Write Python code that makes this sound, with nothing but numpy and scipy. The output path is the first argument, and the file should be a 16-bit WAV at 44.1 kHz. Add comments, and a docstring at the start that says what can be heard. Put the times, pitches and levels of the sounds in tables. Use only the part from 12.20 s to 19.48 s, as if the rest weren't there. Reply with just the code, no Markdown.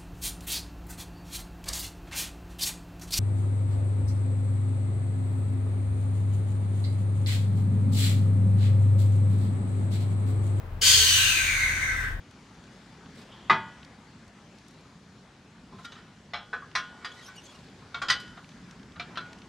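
"""An open field, at the back of a truck. A steel swing arm carrying a spare wheel hums on its hinge and
slams into the tailgate; then its latch and pin are worked. Each clank rings the steel's modes over a
dense clatter, the pin squeaks by stick-slip, and the tree line answers with a dull tail. Twigs and
small parts tick, cloth and leaves rustle, and a far rumble and faint wind in bare trees fill the air."""
import sys
import numpy as np
from scipy import signal
from scipy.fft import rfft, irfft, next_fast_len
from scipy.io import wavfile
from scipy.ndimage import uniform_filter1d, map_coordinates

SR = 44100
rng = np.random.default_rng(int(sys.argv[2]) if len(sys.argv) > 2 else 0)


def pcm_store(signal):
    """Save signal as 16-bit PCM."""
    levels = np.round(np.clip(np.atleast_2d(signal), -1, 1) * 32767)
    wavfile.write(sys.argv[1], SR, levels.astype(np.int16).T)


N = 321081

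# The ring of the steel arm and its latch: pitch_hz, gain_db, t60_s
STEEL_MODES = [(708, -6.5, .24), (826, -9, .13), (1040, -10, .26), (1140, -5, .11), (1225, -9, .23),
               (1310, -17, .3), (1355, -11, .2), (1400, -12.5, .12), (1452, -15, .55), (1505, -10.5, .2),
               (1625, -13, .36), (1690, -17, .35), (1843, -10.5, .25), (1882, -9, .15), (1960, -10, .18),
               (2245, -11, .25), (2345, -7.5, .14), (2665, -17, .15), (3023, -22, .9), (3240, -16, .39),
               (3365, -17, .47), (3735, -6, .07), (4062, -9, .21), (4857, -12, .26), (5030, -9, .13),
               (5380, -14, .21), (5776, -13, .21)]
# Hits on the steel, the slam first: start_s, gain_db, brightness_db_per_octave, bass_db, contact_ms,
# hand_damping_ratio, clatter_db, treble_cut_db_per_octave, then three pairs of pitch_hz, boost_db
# for the modes that the contact point favours
HITS = [(1.297, -11.5, -6.5, -2, 7.5, 1.13, 7, -1, 1140, 12, 3365, 4.5, 1690, 7.6),
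        (3.524, -54.5, -2, 16.5, 7.2, 1.1, 5, -3, 1045, 19, 825, 9, 1140, 3),
        (3.584, -47, -8.5, 8, 5, 1.3, 8, 0, 1040, 15, 1400, 5, 1140, 3),
        (3.646, -40, 2.5, -2, 13, 0.93, -4, 0, 1400, 21.4, 3740, 12.5, 3022, 10),
        (3.72, -43.5, 2, 2, 3.5, 1.8, 7, 1, 3022, 9, 3740, 9, 2345, 3.6),
        (3.754, -45.5, -2, 1, 4, .98, 4, 1, 3022, 5, 3740, 10, 1225, 4.5),
        (3.779, -46, -0.5, 4, 4, 1.2, 0, -2, 1400, 7, 1880, 5, 3365, 5.5),
        (4.135, -29, -0.5, 3, 1.8, 0.94, 8, 12, 5380, 13, 708, 6, 3365, 2.7),
        (4.330, -24, -10, 2.5, 3.9, 1.2, 2, -10, 1505, 14.3, 1690, 17, 4062, 7.7),
        (4.422, -34, -17, -6, 3.2, 1.3, -16, -3, 1140, 12, 1505, -1, 1625, 5.7),
        (4.552, -17.5, -1.5, -3.5, 2.7, 1.12, 3.5, -4, 1452, 3.5, 5776, 11, 1040, 7.4),
        (4.809, -44.5, -8, 0, 4, 0.22, -5, -5, 1960, 7, 2245, 11, 1040, 4.6),
        (4.846, -27, -1.5, -0.5, 3.7, 1.44, 4.3, -4, 1845, 9.3, 4856, 11, 3365, 5.9),
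        (5.082, -41, -5, -3, 4, 0.82, -18, -6, 1505, 11, 1140, 5, 3365, 4),
        (5.744, -31, 0, 1, 3.3, 1.3, 6, 5, 1400, 16.8, 2245, 13, 3735, 8),
        (5.817, -24, -3, 2.5, 5, 1.28, 5.5, -7, 1140, 6.7, 3240, 9, 1400, 14),
        (5.884, -28, 1.5, -0.5, 2.9, 1.1, 10, 1, 1355, 11.5, 3740, 5, 5380, 4),
        (5.899, -18, 2.5, -6.5, 4.2, 1.33, 9.5, 2.5, 1960, 16.6, 4856, 13, 3022, 2.3),
        (5.999, -65, 15.5, 9, 3.4, 1.7, 2.5, -0.5, 3740, 3.6, 4065, 10, 4856, 3),
        (6.172, -36, -6, 6.5, 4, 2, 3, 3, 1225, 3, 1505, -4, 1040, 4.3),
        (6.759, -44, -8, -2, 4.4, 2.1, 15.5, 2, 1400, 19, 1960, 2, 1355, 7.9),
        (6.797, -31, 0.3, -6, 1.4, 1.6, 10, 9, 708, 18, 2345, 20, 4062, 6.9),
        (6.956, -37.5, -2.7, -22, 4.5, 1.6, 12.5, 11, 1400, 4.6, 2345, 6, 3365, 3),
        (6.973, -26.5, -4, -4.5, 1.5, 2.57, 13.5, 4, 1452, 6, 4062, 17, 1355, 17),
        (7.005, -37, -0.5, -13, 3, 1.44, -3, 3, 1452, 18, 3240, 8, 1505, 2.8)]
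# Base tone colour of a hit: frequency_hz, gain_db
HIT_EQ = [(300, -21.5), (800, -11), (1400, -2.5), (2250, -9), (3550, -4.5), (5600, -14), (9000, -31.5),
          (15000, -51)]
# Decay of the steel's many small modes: frequency_hz, t60_s
CLATTER_DECAY = [(300, 0.57), (1200, 0.23), (3000, 0.23), (6000, 0.18), (10000, 0.17)]
# The tailgate and bumper that the arm slams into: pitch_hz, gain_db, t60_s
TAILGATE_MODES = [(109, -29.5, 0.67), (155.4, -20.5, 0.38), (196, -21.5, 0.5), (230, -21.5, 0.36),
                  (315, -24, 0.32), (385, -18, 0.26), (459, -24.5, 0.23), (845, -7.5, 0.047),
                  (902, -10.5, 0.38), (1230, 0, 0.16), (1685, -18, 0.43), (1956, -17, 0.48),
                  (2014, -2.5, 0.14), (2477, -13.5, 0.27)]
# Squeaks of the latch pin: start_s, length_s, start_hz, end_hz, gain_db, fall_db_per_overtone
PIN_SQUEAKS = [(4.915, 0.015, 3500, 3270, -51, 6.5), (4.962, .072, 2080, 1900, -50.5, 4),
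               (5.025, 0.042, 3500, 3240, -53, 0), (5.053, 0.038, 4900, 5950, -47.5, -2),
               (5.155, .02, 2330, 2300, -60, -2), (5.165, 0.041, 3000, 2820, -47, 6),
               (5.228, 0.027, 3330, 3200, -64, -3.5), (5.236, 0.037, 6400, 6160, -51.5, 7),
               (5.252, 0.015, 8000, 7160, -47, 13), (5.259, 0.067, 3350, 3360, -53.5, 6),
               (5.343, 0.021, 2950, 2860, -57, 3)]
# Stereo width of the steel and the ticks: frequency_hz, side_gain_db
STEEL_WIDTH = [(300, -71), (1400, -29), (3000, -16), (6000, -13), (12000, -12)]
# Dry ticks of twigs, leaves and small parts: start_s, gain_db, brightness_db_per_octave
DRY_TICKS = [(.11, -43, 8), (.4389, -44, 0), (0.859, -52, -17), (1.629, -44, -9), (1.6476, -40, 2),
             (2.079, -47, 12), (2.3847, -42, 4), (2.4825, -41, 14), (2.5095, -51, 15), (2.6087, -52, 14),
             (4.514, -47, -10), (5.485, -49, -7), (5.6843, -63, -7), (6.02, -48, -8), (6.079, -43, -2.1),
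             (6.244, -54, -18), (6.2903, -39.5, 0), (6.318, -53, -9), (6.51, -37.5, 3), (6.5954, -47, -5),
             (6.63, -47, -5), (6.72, -47, -5), (7.13, -35.5, 1), (7.186, -44, 2), (7.218, -47, -13)]
# Base tone colour of a tick: frequency_hz, gain_db
TICK_EQ = [(1200, -4), (3000, 4), (5600, 1.5), (11000, -23), (16000, -40)]
# Stirs of cloth and leaves: start_s, rise_s, hold_s, fall_s, gain_db
RUSTLE_SWELLS = [(0.886, 0.08, 0.03, 0.21, -54.5), (3.494, 0.093, 0.04, .2, -62),
                 (3.636, 0.015, 0.0018, 0.037, -52), (3.712, .009, 0.0018, .2, -66),
                 (4.804, 0.17, 0.1, 0.18, -58), (5.1, 0.16, 0.025, 0.44, -57)]
# Tone colour of the rustle: frequency_hz, gain_db
RUSTLE_EQ = [(350, -2.5), (600, 2), (1670, 6), (2020, 3.5), (3460, 8), (7450, -3), (15000, -25)]
# The scattered answer of the tree line: gain_db, t60_s, lowpass_hz
TREE_REVERB = (-21, .5, 5000)
# Fader moves of the ambience: time_s, rumble_db, wind_db, left_minus_right_db
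AIR_FADERS = [(0.0, -52.5, -57, 3), (1.21, -52, -53.5, 2.5), (2.86, -55.5, -58.5, 2.5),
              (3.79, -53.5, -56, 1.5), (4.16, -55.5, -59, 1.5), (4.32, -53.5, -56.5, 1.5),
              (4.99, -55, -55, 1), (5.49, -51.5, -55.5, 2), (5.78, -54, -55, 1.5), (5.92, -50.5, -53.5, 1),
              (6.3, -52.5, -55, 1.5), (6.77, -50.5, -56.5, 1), (6.93, -48, -50.5, 0.5),
              (7.28, -52.5, -53.5, 1)]
# Tone colour of the far rumble: frequency_hz, gain_db
RUMBLE_EQ = [(12, -39), (20, -41.5), (48, -7.5), (141, -1.5), (172, 1.5), (267, -3), (359, -16.5),
             (439, -14.5), (600, -32), (780, -47), (1320, -120)]
# Tone colour of wind in the branches: frequency_hz, gain_db
WIND_EQ = [(210, -21.5), (350, 2), (450, -2), (636, -3), (801, -1.5), (1730, -4.5), (3500, -14.5),
           (4550, -43), (7700, -120)]
# Tone colour of the hiss of twigs: frequency_hz, gain_db
HISS_EQ = [(1180, -29), (2000, -7), (3400, 1), (3740, 1.5), (4110, 2.5), (6990, -4), (11600, -20.5),
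           (12900, -35), (15500, -31)]
# Stereo width of the ambience and the rustle: frequency_hz, side_gain_db
AIR_WIDTH = [(60, -27), (200, -30), (380, -20), (700, -14), (1300, -11.5), (2400, -8.5), (4400, -7),
             (8100, -4.5), (15000, -1)]

SLAM_S, PUSH_S = HITS[0][0], 3.522  # the arm hits the tailgate; later, a soft push on it
BASS_HZ, KNEE_HZ, EDGE_HZ = 800, 1400, 4000  # corners of a hit's bass shelf, brightness and treble cut
FAR_HZ, TOP_HZ = 12900, 15700  # distance dulls the steel above the first; the mix ends at the second


def clanks(scatter_db=2):
    """Each hit rings the steel's modes and a dense clatter, in a tone colour of its own."""
    track, t = np.zeros((2, N + SR)), np.arange(SR // 2) / SR
    hz, mode_db, t60 = np.transpose(STEEL_MODES)[:, :, None]
    for start, db, bright_db, bass_db, contact_ms, damping, clatter_db, cut_db, *favoured in HITS:
        def colour_db(f):
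            tilt = bright_db * np.log2(np.maximum(f, KNEE_HZ) / KNEE_HZ)
            treble_cut = cut_db * np.log2(np.maximum(f, EDGE_HZ) / EDGE_HZ)
            bass_shelf = along([(BASS_HZ, bass_db), (KNEE_HZ, 0)], f)
            return along(HIT_EQ, f) + tilt - treble_cut + bass_shelf

        favour_db = sum(boost_db * np.exp(-(np.log(hz / boost_hz) / .012) ** 2)
                        for boost_hz, boost_db in np.reshape(favoured, (-1, 2)))
        strength_db = mode_db + favour_db + colour_db(hz) + scatter_db * rng.standard_normal(hz.shape)
        attack_s = np.clip(contact_ms / 3000, 2e-4, .02)  # the sound builds while the parts touch
        ring = ringing(hz, strength_db, t60 / damping, attack_s, smear=.065)
        uneven_db = ripple(depth_db=6, spacing_hz=55)
        dense = filtered(clatter(damping), lambda f: amp(clatter_db + colour_db(f) + uneven_db(f)))
        add(track, start, amp(db) * (ring + (1 - np.exp(-t / attack_s)) * dense))
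    return track


def ringing(hz, db, t60, attack_s, smear):
    """Decaying modes with wandering phase, summed twice in different phases for mid and side."""
    t = np.arange(SR // 2) / SR
    steps = rng.standard_normal((len(hz), len(t) // 64 + 1))
    drift = np.cumsum(steps, axis=1).repeat(64, axis=1)[:, :len(t)]
    phase = 2 * np.pi * hz * t + smear * drift
    envelope = amp(db - 60 * t / t60) * (1 - np.exp(-t / attack_s))
    signs = rng.choice([-1, 1], hz.shape)
    return np.sum(envelope * [np.sin(phase), signs * np.cos(phase)], axis=1)


def clatter(damping):
    """Many small modes blur into mid and side noise tails; the highs die first."""
    hz, t, noise = signal.stft(rng.standard_normal((2, SR // 2)), SR, nperseg=128)
    decay = amp(-60 * damping * t / along(CLATTER_DECAY, hz)[:, None])
    return signal.istft(noise * decay, SR, nperseg=128)[1][:, :SR // 2]


def ripple(depth_db, spacing_hz):
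    """A random, jagged EQ curve: different small modes stand out in each hit."""
    knots = rng.standard_normal(round(SR / 2 / spacing_hz) + 2)
    return lambda f: depth_db * np.interp(f / spacing_hz, np.arange(len(knots)), knots)


def tailgate(slam_db=-13, push_db=-19, push_lowpass_hz=450, attack_cycles=1.3):
    """The slam rings the whole tailgate; the soft push sounds only its low modes."""
    track = np.zeros((2, N + SR))
    hz, mode_db, t60 = np.transpose(TAILGATE_MODES)[:, :, None]
    attack_s = attack_cycles / hz
    add(track, SLAM_S, amp(slam_db) * ringing(hz, mode_db, t60, attack_s, smear=.08))
    muffled_db = mode_db - 40 * np.log10(1 + (hz / push_lowpass_hz) ** 2)
    add(track, PUSH_S, amp(push_db) * ringing(hz, muffled_db, t60 / 2, attack_s, smear=.08))
    return track


def squeaks(glide_power=.325, waver=.036, lowpass_hz=8000):
    """The pin sticks and slips in gliding tones; uneven slips shake their pitch and level."""
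    track, harmonic = np.zeros((2, N + SR)), np.arange(1, 6)[:, None]
    flutter, shake_db = waver * wobble(700), 2.5 * wobble(200)
    for start, length, start_hz, end_hz, db, fall_db in PIN_SQUEAKS:
        progress, at = np.linspace(0, 1, round(length * SR)), round(start * SR)
        span = slice(at, at + len(progress))
        glide_hz = start_hz + (end_hz - start_hz) * progress ** glide_power  # quick, then settling
        hz = glide_hz * (1 + flutter[span])
        phase = 2 * np.pi * harmonic * np.cumsum(hz) / SR
        arch = np.abs(np.sin(np.pi * progress)) ** .5
        envelope = arch * amp(db - fall_db * (harmonic - 1) + shake_db[span]) * (harmonic * hz < TOP_HZ)
        add(track, start, np.sum(envelope * [np.sin(phase), np.cos(phase)], axis=1))
    return filtered(track, lambda f: 1 / (1 + (f / lowpass_hz) ** 4))


def ticks(attack_s=.0008, t60_s=.02, pivot_hz=5600):
    """Twigs, leaves and small parts tick: short noise bursts, some brighter than others."""
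    track, t = np.zeros((2, N + SR)), np.arange(SR // 10) / SR
    for start, db, bright_db in DRY_TICKS:
        colour_db = lambda f: along(TICK_EQ, f) + bright_db * np.log2(np.clip(f / pivot_hz, .5, 2))
        burst = filtered(rng.standard_normal((2, len(t))), lambda f: amp(colour_db(f)))
        envelope = amp(db - 60 * t / t60_s) * (1 - np.exp(-t / attack_s))
        add(track, start, envelope * burst)
    return stereo(*track[:, :N], STEEL_WIDTH)


def hinge(start_s=1.066, rise_s=.056, gain_db=-55.5, fade_db_per_s=49, centre_hz=3240, half_width_hz=370):
    """The hinge rubs as the arm swings: a narrow hum of noise that stops at the slam."""
    t = np.arange(N) / SR
    hum = filtered(rng.standard_normal(N), lambda f: 1 / (1 + ((f - centre_hz) / half_width_hz) ** 2))
    since = t - start_s
    swing = np.clip(since / rise_s, 0, 1) * amp(gain_db - fade_db_per_s * np.abs(since - rise_s))
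    return swing * (t < SLAM_S) * amp(1.8 * wobble(60)) * unit(hum)


def rustle(ramp_db=25):
    """Cloth and leaves stir in grainy swells while hands and feet move."""
    t, swells = np.arange(N) / SR, np.zeros(N)
    for start, rise, hold, fall, db in RUSTLE_SWELLS:
        fade_in = np.maximum(0, 1 - (t - start) / rise)
        fade_out = np.maximum(0, t - start - rise - hold) / fall
        swells += amp(db - ramp_db * (fade_in + fade_out))
    grain = amp(2.5 * wobble(120))
    return swells * grain * noise_bed(RUSTLE_EQ, patchy_db=2.2)


def tree_line(sound):
    """The trees scatter a sound back as a dull, diffuse tail."""
    db, t60, lowpass_hz = TREE_REVERB
    t = np.arange(SR * 3 // 4) / SR
    band = lambda f: f / (f + 500) / (1 + (f / lowpass_hz) ** 2)
    tail = filtered(rng.standard_normal(len(t)), band) * amp(-60 * t / t60)
    return amp(db) * signal.fftconvolve(sound, tail[None] / np.linalg.norm(tail), axes=1)[:, :N]


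def air(wind_trim_db=-1.03, hiss_trim_db=-7.5, hiss_follow=.67):
    """A far rumble, wind in the branches, and a hiss of twigs that partly follows the wind."""
    rumble_db, wind_db, pan_db = automation(AIR_FADERS)
    gust, mean_db = wobble(2.0), wind_db.mean()
    rumble = amp(rumble_db) * noise_bed(RUMBLE_EQ, patchy_db=1.2)
    wind = amp(wind_db + wind_trim_db + .19 * gust) * noise_bed(WIND_EQ, patchy_db=1.78)
    hiss_db = mean_db + hiss_trim_db + hiss_follow * (wind_db - mean_db) + .93 * gust
    hiss = amp(hiss_db) * noise_bed(HISS_EQ, patchy_db=1.6)
    return rumble + (wind + hiss) * amp([pan_db / 2, -pan_db / 2])


def noise_bed(eq, patchy_db):
    """Coloured stereo noise at rms 1 that flickers in patches of time and frequency."""
    noise = signal.stft(rng.standard_normal((2, N)), nperseg=512)[2]
    patches = uniform_filter1d(rng.standard_normal(noise.shape[1:]), size=6, axis=0)
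    patches = uniform_filter1d(patches, size=14, axis=1)
    pair = signal.istft(noise * amp(patchy_db * unit(patches)), nperseg=512)[1][:, :N]
    mid, side = filtered(pair, lambda hz: amp(along(eq, hz)))
    return unit(stereo(mid, side, AIR_WIDTH))


def amp(db):
    """Gain of a level in dB."""
    return 10 ** (np.asarray(db) / 20)


def unit(x):
    """x at rms 1."""
    return x / np.sqrt(np.mean(x ** 2) + 1e-20)


def along(points, hz):
    """Read a curve of (frequency_hz, value) points on a log frequency axis."""
    f, values = np.transpose(points)
    return np.interp(np.log(hz + 1), np.log(f + 1), values)


def automation(rows):
    """One value per sample for each column after the time."""
    times, *columns = np.transpose(rows)
    return [np.interp(np.arange(N) / SR, times, column) for column in columns]


def wobble(rate):
    """A smooth random curve, rate knots a second."""
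    return map_coordinates(rng.standard_normal(int(N * rate / SR) + 4), [np.arange(N) * rate / SR])


def filtered(x, response):
    """EQ x with a gain that is a function of frequency."""
    size = next_fast_len(x.shape[-1] + 8192)
    return irfft(rfft(x, size) * response(np.fft.rfftfreq(size, 1 / SR)), size)[..., :x.shape[-1]]


def stereo(mid, side, width):
    """Left and right: the mid plus and minus the side, shaped by a width curve."""
    spread = filtered(side, lambda hz: amp(along(width, hz)))
    return np.array([mid + spread, mid - spread])


def add(track, start_s, sound):
    """Mix a sound into the track at start_s."""
    at = round(start_s * SR)
    track[..., at:at + sound.shape[-1]] += sound


def scene():
    """The full mix; the steel is softened by distance and sits a little to the left."""
    mid, side = (clanks() + tailgate() + squeaks())[:, :N]
    steel = filtered(stereo(mid, side, STEEL_WIDTH), lambda f: 1 / (1 + (f / FAR_HZ) ** 6))
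    steel *= amp([[.15], [-.15]])
    return steel + tree_line(steel) + ticks() + hinge() + rustle() + air()


def record(dry):
    """A brick-wall high cut on the mix."""
    return filtered(dry, lambda hz: hz < TOP_HZ)


dry = scene()
out = record(dry)
pcm_store(out)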